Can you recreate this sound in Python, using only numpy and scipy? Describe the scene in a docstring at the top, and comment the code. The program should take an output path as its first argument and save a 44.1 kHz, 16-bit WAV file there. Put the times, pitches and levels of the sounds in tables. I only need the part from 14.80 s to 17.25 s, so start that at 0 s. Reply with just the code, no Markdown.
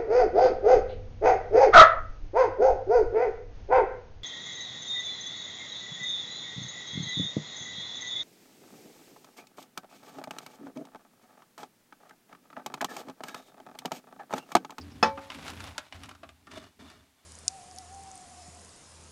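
"""A wooden baker's peel (a long flat shovel) works at a brick oven, close by in a small quiet room.
It starts to move with a low shudder and two thin chinks of iron, then knocks once, hard, at the
oven's iron mouth, which rings on faintly. Next the blade slides in over the gritty hearth, bumping
and clicking. Last, the shaft rubs to and fro, still shuddering."""
import sys
import numpy as np
from scipy import signal
from scipy.fft import rfft, irfft, next_fast_len
from scipy.io import wavfile

SR = 44100
rng = np.random.default_rng(int(sys.argv[2]) if len(sys.argv) > 2 else 0)


def pcm_store(signal):
    """Save signal as 16-bit PCM."""
    levels = np.round(np.clip(np.atleast_2d(signal), -1, 1) * 32767)
    wavfile.write(sys.argv[1], SR, levels.astype(np.int16).T)


N = 108045
T = np.arange(N) / SR


def amp(db):
    """Turn decibels into a gain."""
    return 10 ** (np.asarray(db) / 20)


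def unit(x):
    """Scale x to an average power of 1."""
    return x / np.sqrt(np.mean(x ** 2) + 1e-20)


def along(points, hz):
    """Read between (pitch_hz, value) points on a musical pitch scale."""
    pitches, values = np.transpose(points)
    return np.interp(np.log(hz + 1), np.log(pitches + 1), values)


def level(points):
    """A gain for every sample, from (time_s, level_db) points."""
    return amp(np.interp(T, *np.transpose(points)))


def filtered(x, response):
    """Turn each pitch in x up or down by response(hz)."""
    size = next_fast_len(len(x) + 8192)
    hz = np.fft.rfftfreq(size, 1 / SR)
    return irfft(rfft(x, size) * response(hz), size)[:len(x)]


def noise(gain, size=N):
    """Steady noise whose tone is set by gain(hz)."""
    hz = np.fft.rfftfreq(size, 1 / SR)
    phases = np.exp(2j * np.pi * rng.random(len(hz)))
    return unit(irfft(gain(hz) * phases, size))


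def colour(points, top_hz=np.inf):
    """A tone curve from (pitch_hz, gain_db) points, dulled above top_hz."""
    return lambda hz: amp(along(points, hz)) / np.sqrt(1 + (hz / top_hz) ** 6)


def body(peaks):
    """The tone curve of an object that favours some pitches: (pitch_hz, width_hz, gain_db)."""
    return lambda f: sum((-1) ** k * amp(db) * 1j * f * width / (hz * hz - f * f + 1j * f * width)
                         for k, (hz, width, db) in enumerate(peaks))


def rise(t, attack_s):
    """A quick swell from silence to full level."""
    return 1 - np.exp(-t / attack_s)


def fade(t, fade_s):
    """A smooth fall that is 60 dB down after fade_s."""
    return np.exp(-np.log(1000) * t / fade_s)


def dying(x, fades):
    """Let each pitch in x die at its own speed, from (pitch_hz, fade_s) points."""
    hz, t, spectrum = signal.stft(x, SR, nperseg=256)
    spectrum = spectrum * fade(t, along(fades, hz)[:, None])
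    return signal.istft(spectrum, SR, nperseg=256)[1][:len(x)]


def ring(notes, t, blur=0):
    """The fading notes of a struck object, each smeared by the share blur of its pitch."""
    out = np.zeros(len(t))
    for k, (hz, db, fade_s) in enumerate(notes):
        drift = np.cumsum(rng.standard_normal(len(t))) * np.sqrt(2 * np.pi * blur * hz / SR)
        out += (-1) ** k * amp(db) * fade(t, fade_s) * np.sin(2 * np.pi * hz * t + drift)
    return out


def burst(envelope, gain):
    """A short spray of contact noise, with its tone set by gain(hz)."""
    size = 2 * len(envelope)
    curve = unit(np.abs(gain(np.fft.rfftfreq(size, 1 / SR)))) + 1e-6
    # fold the filter forward in time, so no sound comes before the contact
    folded = irfft(np.log(curve), size)
    folded[1:size // 2] *= 2
    folded[size // 2 + 1:] = 0
    spray = envelope * noise(np.ones_like, size=len(envelope))
    return irfft(rfft(spray, size) * np.exp(rfft(folded)), size)[:len(envelope)]


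def grit(per_s, spread_db, share, slip_s=0.0024):
    """Friction: tiny uneven slips carry a share of the power, and smooth hiss the rest."""
    slips = rng.random(N) < per_s / SR
    sizes = slips * amp(spread_db * np.minimum(rng.exponential(size=N), 3))
    power = signal.lfilter([1], [1, -np.exp(-2 / (slip_s * SR))], sizes ** 2)
    return np.sqrt(share * power / power.mean() + 1 - share) * rng.standard_normal(N)


def room_tone():
    """The faint, steady hush of the room."""
    # tone of the hush: pitch_hz, gain_db
    hush_tone = [(18, -47), (30, -7), (656, -12), (852, -3), (1110, -19), (1970, -9), (15500, -16.5)]
    return amp(-69.5) * noise(colour(hush_tone))


def shudder():
    """The moving peel rumbles at its lowest pitches."""
    # loudness of the rumble: time_s, level_db
    rumble_levels = [(0, -57), (.2, -51), (.27, -45), (.44, -64), (.62, -54), (.8, -48), (.93, -51),
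                     (1.12, -76), (1.16, -55), (1.26, -54.5), (1.385, -69), (1.48, -63), (1.69, -74),
                     (1.77, -53), (1.97, -76), (2.005, -63.5), (2.2, -62.5), (2.36, -84)]
    # tone of the rumble: pitch_hz, gain_db
    rumble_tone = [(25, -31.5), (50, -19.5), (68, -2), (85, 0.5), (105, -5.5), (140, -14.5), (190, -13.5),
                   (300, -48.5)]
    return level(rumble_levels) * noise(colour(rumble_tone))


def drone():
    """The moving blade shakes with a hollow drone."""
    # loudness of the drone: time_s, level_db
    drone_levels = [(0, -47), (.42, -60.5), (.48, -59), (.56, -52.5), (.72, -46.5), (.88, -58), (1.1, -74),
                    (1.15, -57.5), (1.3, -56), (1.39, -71.5), (1.44, -55.5), (1.53, -75), (1.65, -69.5),
                    (1.68, -56.5), (1.79, -51.5), (1.96, -76.5), (2.01, -51.5), (2.35, -78)]
    # pitches the blade favours: pitch_hz, width_hz, gain_db
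    blade_peaks = [(156, 23, -7), (180, 30, -7.5), (235, 37, -2), (283, 14, 3.5), (394, 57, -10.5)]
    return level(drone_levels) * noise(lambda hz: body(blade_peaks)(hz) / (1 + (hz / 600) ** 2))


def flex(pitch_hz=85.6, fade_s=0.8):
    """The long shaft bends back and forth after a jolt, and hums."""
    # jolts to the shaft: start_s, level_db
    jolts = [(0, -43.5), (1.145, -45.5)]
    out = np.zeros(N)
    for start_s, db in jolts:
        add(out, start_s, ring([(pitch_hz, db, fade_s)], T) * rise(T, attack_s=0.0043))
    return out


def slide(flour_hz=10500, flour_width_hz=7000):
    """The blade grinds over coarse grit, and fine flour crackles high above it."""
    # loudness of the sliding: time_s, level_db
    slide_levels = [(0, -59), (.2, -60), (.34, -63.5), (.43, -52.5), (.48, -56.5), (.54, -49.5), (.63, -50),
                    (.69, -41), (.75, -51), (.83, -48), (.89, -46.5), (.94, -58), (1.07, -57.5),
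                    (1.11, -68.5), (1.155, -50), (1.18, -59.5), (1.245, -54.5), (1.28, -64.5), (1.39, -70),
                    (1.65, -76)]
    # tone of the coarse grit: pitch_hz, gain_db
    grit_tone = [(180, -30.5), (300, -11), (476, -7.5), (781, -2), (968, -6), (1070, -4.5), (2040, -7),
                 (3570, -10), (7370, -20), (15500, -39.5)]
    flour_tone = body([(flour_hz, flour_width_hz, 0)])
    coarse = filtered(grit(per_s=900, spread_db=3.5, share=0.7), colour(grit_tone))
    fine = filtered(grit(per_s=220, spread_db=3.0, share=0.87), lambda hz: flour_tone(hz) ** 2)
    return level(slide_levels) * (unit(coarse) + amp(-17) * unit(fine))


def chinks():
    """Light touches on iron give thin, high chinks before the knock."""
    # touches on iron: start_s, level_db, pitch_hz, width_hz, fade_s
    touches = [(.009, -43.5, 4820, 1087, 0.057), (0.113, -57, 5200, 902, 0.12)]
    out, t = np.zeros(N), T[:SR // 6]
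    for start_s, db, pitch_hz, width_hz, fade_s in touches:
        envelope = rise(t, attack_s=0.0024) * fade(t, fade_s)
        peak = body([(pitch_hz, width_hz, 0)])
        add(out, start_s, amp(db) * burst(envelope, lambda hz: peak(hz) ** 2))
    return out


def room(x):
    """The oven and the room answer with a short wash of echoes."""
    # how long the echoes last: pitch_hz, fade_s
    echo_fades = [(200, 0.092), (1500, .19), (5000, 0.085), (12000, 0.069)]
    tail = dying(rng.standard_normal(SR // 2), echo_fades) * rise(T[:SR // 2], attack_s=0.0013)
    return signal.fftconvolve(x, tail / np.linalg.norm(tail))[:N]


def knock(start_s=0.2272, iron_lag_s=0.00123):
    """Wood hits iron once: a crack and a thud, and both are set ringing."""
    # notes of the peel and the oven mouth: pitch_hz, gain_db, fade_s
    peel_notes = [(226.8, -17, .19), (483.7, -12.5, .14), (728, -2, .06), (875, -7.5, 0.18),
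                  (1083, -9.5, 0.12), (1327, -18.5, 0.19), (1750, -10.5, .075), (1893, -23, 0.089),
                  (2309, -27, 0.24), (2552, -11.5, .075), (2618, -9, 0.063), (3025, -27, 0.11),
                  (3440, -17.5, .07)]
    # bright, short notes of the iron: pitch_hz, gain_db, fade_s
    iron_notes = [(4899, -9, 0.06), (5222, 0.5, 0.047), (5400, -5, .04), (6686, -18, 0.09)]
    # lingering notes of the iron: pitch_hz, level_db, fade_s
    hum_notes = [(549, -35.5, .66), (878, -41, .85)]
    # tone of the thud and the crack: pitch_hz, gain_db
    blow_tone = [(50, -36.5), (125, -11.5), (200, 1.5), (310, -4), (560, -3), (780, 0.5), (1150, 0.5),
                 (1500, -5.5), (1850, -8), (2100, -12.5), (3000, -15.5), (4400, -17), (5350, -19.5),
                 (6000, -21.5), (7500, -34.5), (15000, -46.5)]
    # how long the thud lasts: pitch_hz, fade_s
    thud_fades = [(150, 0.174), (800, 0.13), (2000, 0.13), (5000, 0.16), (12000, 0.115)]
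    out, t = np.zeros(N), T[:SR]
    onset = rise(t, attack_s=0.0015)
    thud = amp(-17) * dying(burst(np.ones_like(t), colour(blow_tone)), thud_fades)
    crack = amp(-19) * burst(fade(t, fade_s=0.044), colour(blow_tone))
    ringing = amp(-9.5) * ring(peel_notes, t, blur=0.0011) + ring(hum_notes, t)
    add(out, start_s, thud + crack + ringing * onset)
    add(out, start_s + iron_lag_s, amp(-16.5) * ring(iron_notes, t) * onset)
    return out


def bumps():
    """The peel bumps softly, each time with a dull tap and one short note."""
    # soft bumps: start_s, level_db, note_hz, note_gain_db, top_hz, fade_s
    contacts = [(.374, -31.5, 1213, -5.5, 2310, 0.061), (.501, -38, 1027, 4.5, 2500, 0.036),
                (.956, -56.5, 918, 7, 2020, 0.12), (0.982, -40, 633, 3, 3500, 0.057),
                (1.286, -41, 885, -2.5, 3500, 0.029), (1.31, -39.5, 1360, -9.5, 4400, 0.037),
                (1.349, -41.5, 1410, -21, 4570, 0.029), (1.431, -37.5, 684, 1.5, 3100, 0.053),
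                (1.489, -50, 680, 1.5, 3450, 0.063), (1.671, -42.5, 1810, -10.5, 2140, 0.057),
                (1.770, -51, 638, 11, 2480, 0.08)]
    # tone of the tap: pitch_hz, gain_db
    tap_tone = [(80, -27.5), (290, 8), (480, -10), (750, 4), (950, -4), (1200, 4.5), (1850, -4), (3000, -7),
                (8000, -3)]
    out, t = np.zeros(N), T[:SR // 6]
    onset = rise(t, attack_s=0.0024)
    for start_s, db, note_hz, note_db, top_hz, fade_s in contacts:
        note = np.sqrt(2) * onset * ring([(note_hz, note_db, fade_s)], t, blur=0.0054)
        tap = burst(onset * fade(t, fade_s), colour(tap_tone, top_hz))
        add(out, start_s, amp(db) * (tap + note))
    return out


def clicks(tail_top_hz=6350):
    """Grit clicks under the blade: a sharp snap with a softer tail."""
    # clicks of grit: start_s, level_db, top_hz, tail_fade_s
    grains = [(0.5023, -30.5, 5100, 0.025), (.519, -34, 4950, 0.04), (.547, -38, 11900, 0.034),
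              (.6805, -32, 8700, 0.032), (.702, -33, 15000, 0.015), (.8045, -37, 6440, 0.053),
              (0.841, -34.5, 11100, 0.018), (0.9805, -23.5, 9900, 0.037), (1.1245, -34, 4900, 0.039),
              (1.235, -39.5, 13200, 0.077), (1.258, -45, 9000, 0.038), (1.2915, -37.5, 12100, 0.039),
              (1.491, -44, 6850, 0.036), (1.67, -47.5, 7000, 0.051), (1.715, -43, 7000, 0.071),
              (2.101, -45.5, 9030, 0.05)]
    # tone of a click: pitch_hz, gain_db
    click_tone = [(100, -11.5), (430, -34.5), (600, 0), (900, -0.5), (1400, 4), (1900, -3), (2500, 1),
                  (5000, -7), (9000, -5.5), (15000, -17)]
    out, t = np.zeros(N), T[:SR // 6]
    for start_s, db, top_hz, tail_fade_s in grains:
        snap = burst(fade(t, fade_s=0.0075), colour(click_tone, top_hz))
        tail = burst(fade(t, tail_fade_s), colour(click_tone, min(top_hz, tail_top_hz)))
        add(out, start_s, amp(db) * (snap + amp(-4.5) * tail))
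    return out


def rub():
    """The shaft rubs in two gritty strokes, and the friction makes it sound hollow notes."""
    # loudness of the two strokes, then of a faint background hiss swelling at the end: time_s, level_db
    levels = [(1.66, -75), (1.705, -64.5), (1.716, -49.5), (1.755, -51), (1.777, -40.5), (1.795, -55),
              (1.82, -52.5), (1.87, -59), (1.94, -74), (1.986, -99), (1.994, -55.5), (2.06, -56.5),
              (2.11, -53.5), (2.18, -62.5), (2.3, -78), (2.45, -70)]
    # tone of the rasp: pitch_hz, gain_db
    rasp_tone = [(190, -41.5), (330, -5), (420, 0), (502, -29), (629, -1), (867, -12), (1180, -6),
                 (3250, -20.5), (3900, -13), (9500, -25.5), (15500, -43.5)]
    # pitches the shaft favours: pitch_hz, width_hz, gain_db
    shaft_peaks = [(640, 66, -2), (1130, 160, -5), (1800, 110, -4.5), (2310, 96, -6), (2878, 90, -4),
                   (3537, 80, -1.5)]
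    slips = grit(per_s=750, spread_db=3.8, share=0.7)
    rasp = unit(filtered(slips, colour(rasp_tone)))
    hollow = unit(filtered(slips * rng.choice([-1, 1], N), body(shaft_peaks)))
    return level(levels) * unit(rasp + amp(-2.5) * hollow)


def add(out, start_s, x):
    """Mix x into out, beginning at start_s."""
    i = max(0, round(start_s * SR))
    out[i:i + len(x)] += x[:N - i]


def scene():
    """Mix all the sounds; only the knock and the small taps echo."""
    blow = knock()
    taps = clicks() + bumps() + chinks()
    echo = room(amp(-11.5) * blow + amp(-10) * taps)
    add(echo, 0.04, amp(-26.5) * blow)  # the knock comes back once from a wall
    movement = slide() + rub() + shudder() + drone() + flex()
    return (blow + taps + echo + movement + room_tone())[None]


def record(dry, soften_hz=14000, top_hz=15900):
    """The microphone softens the highest treble, and everything above top_hz is cut."""
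    return filtered(dry[0], lambda hz: (hz < top_hz) / np.sqrt(1 + (hz / soften_hz) ** 10))[None]


dry = scene()
out = record(dry)
pcm_store(out)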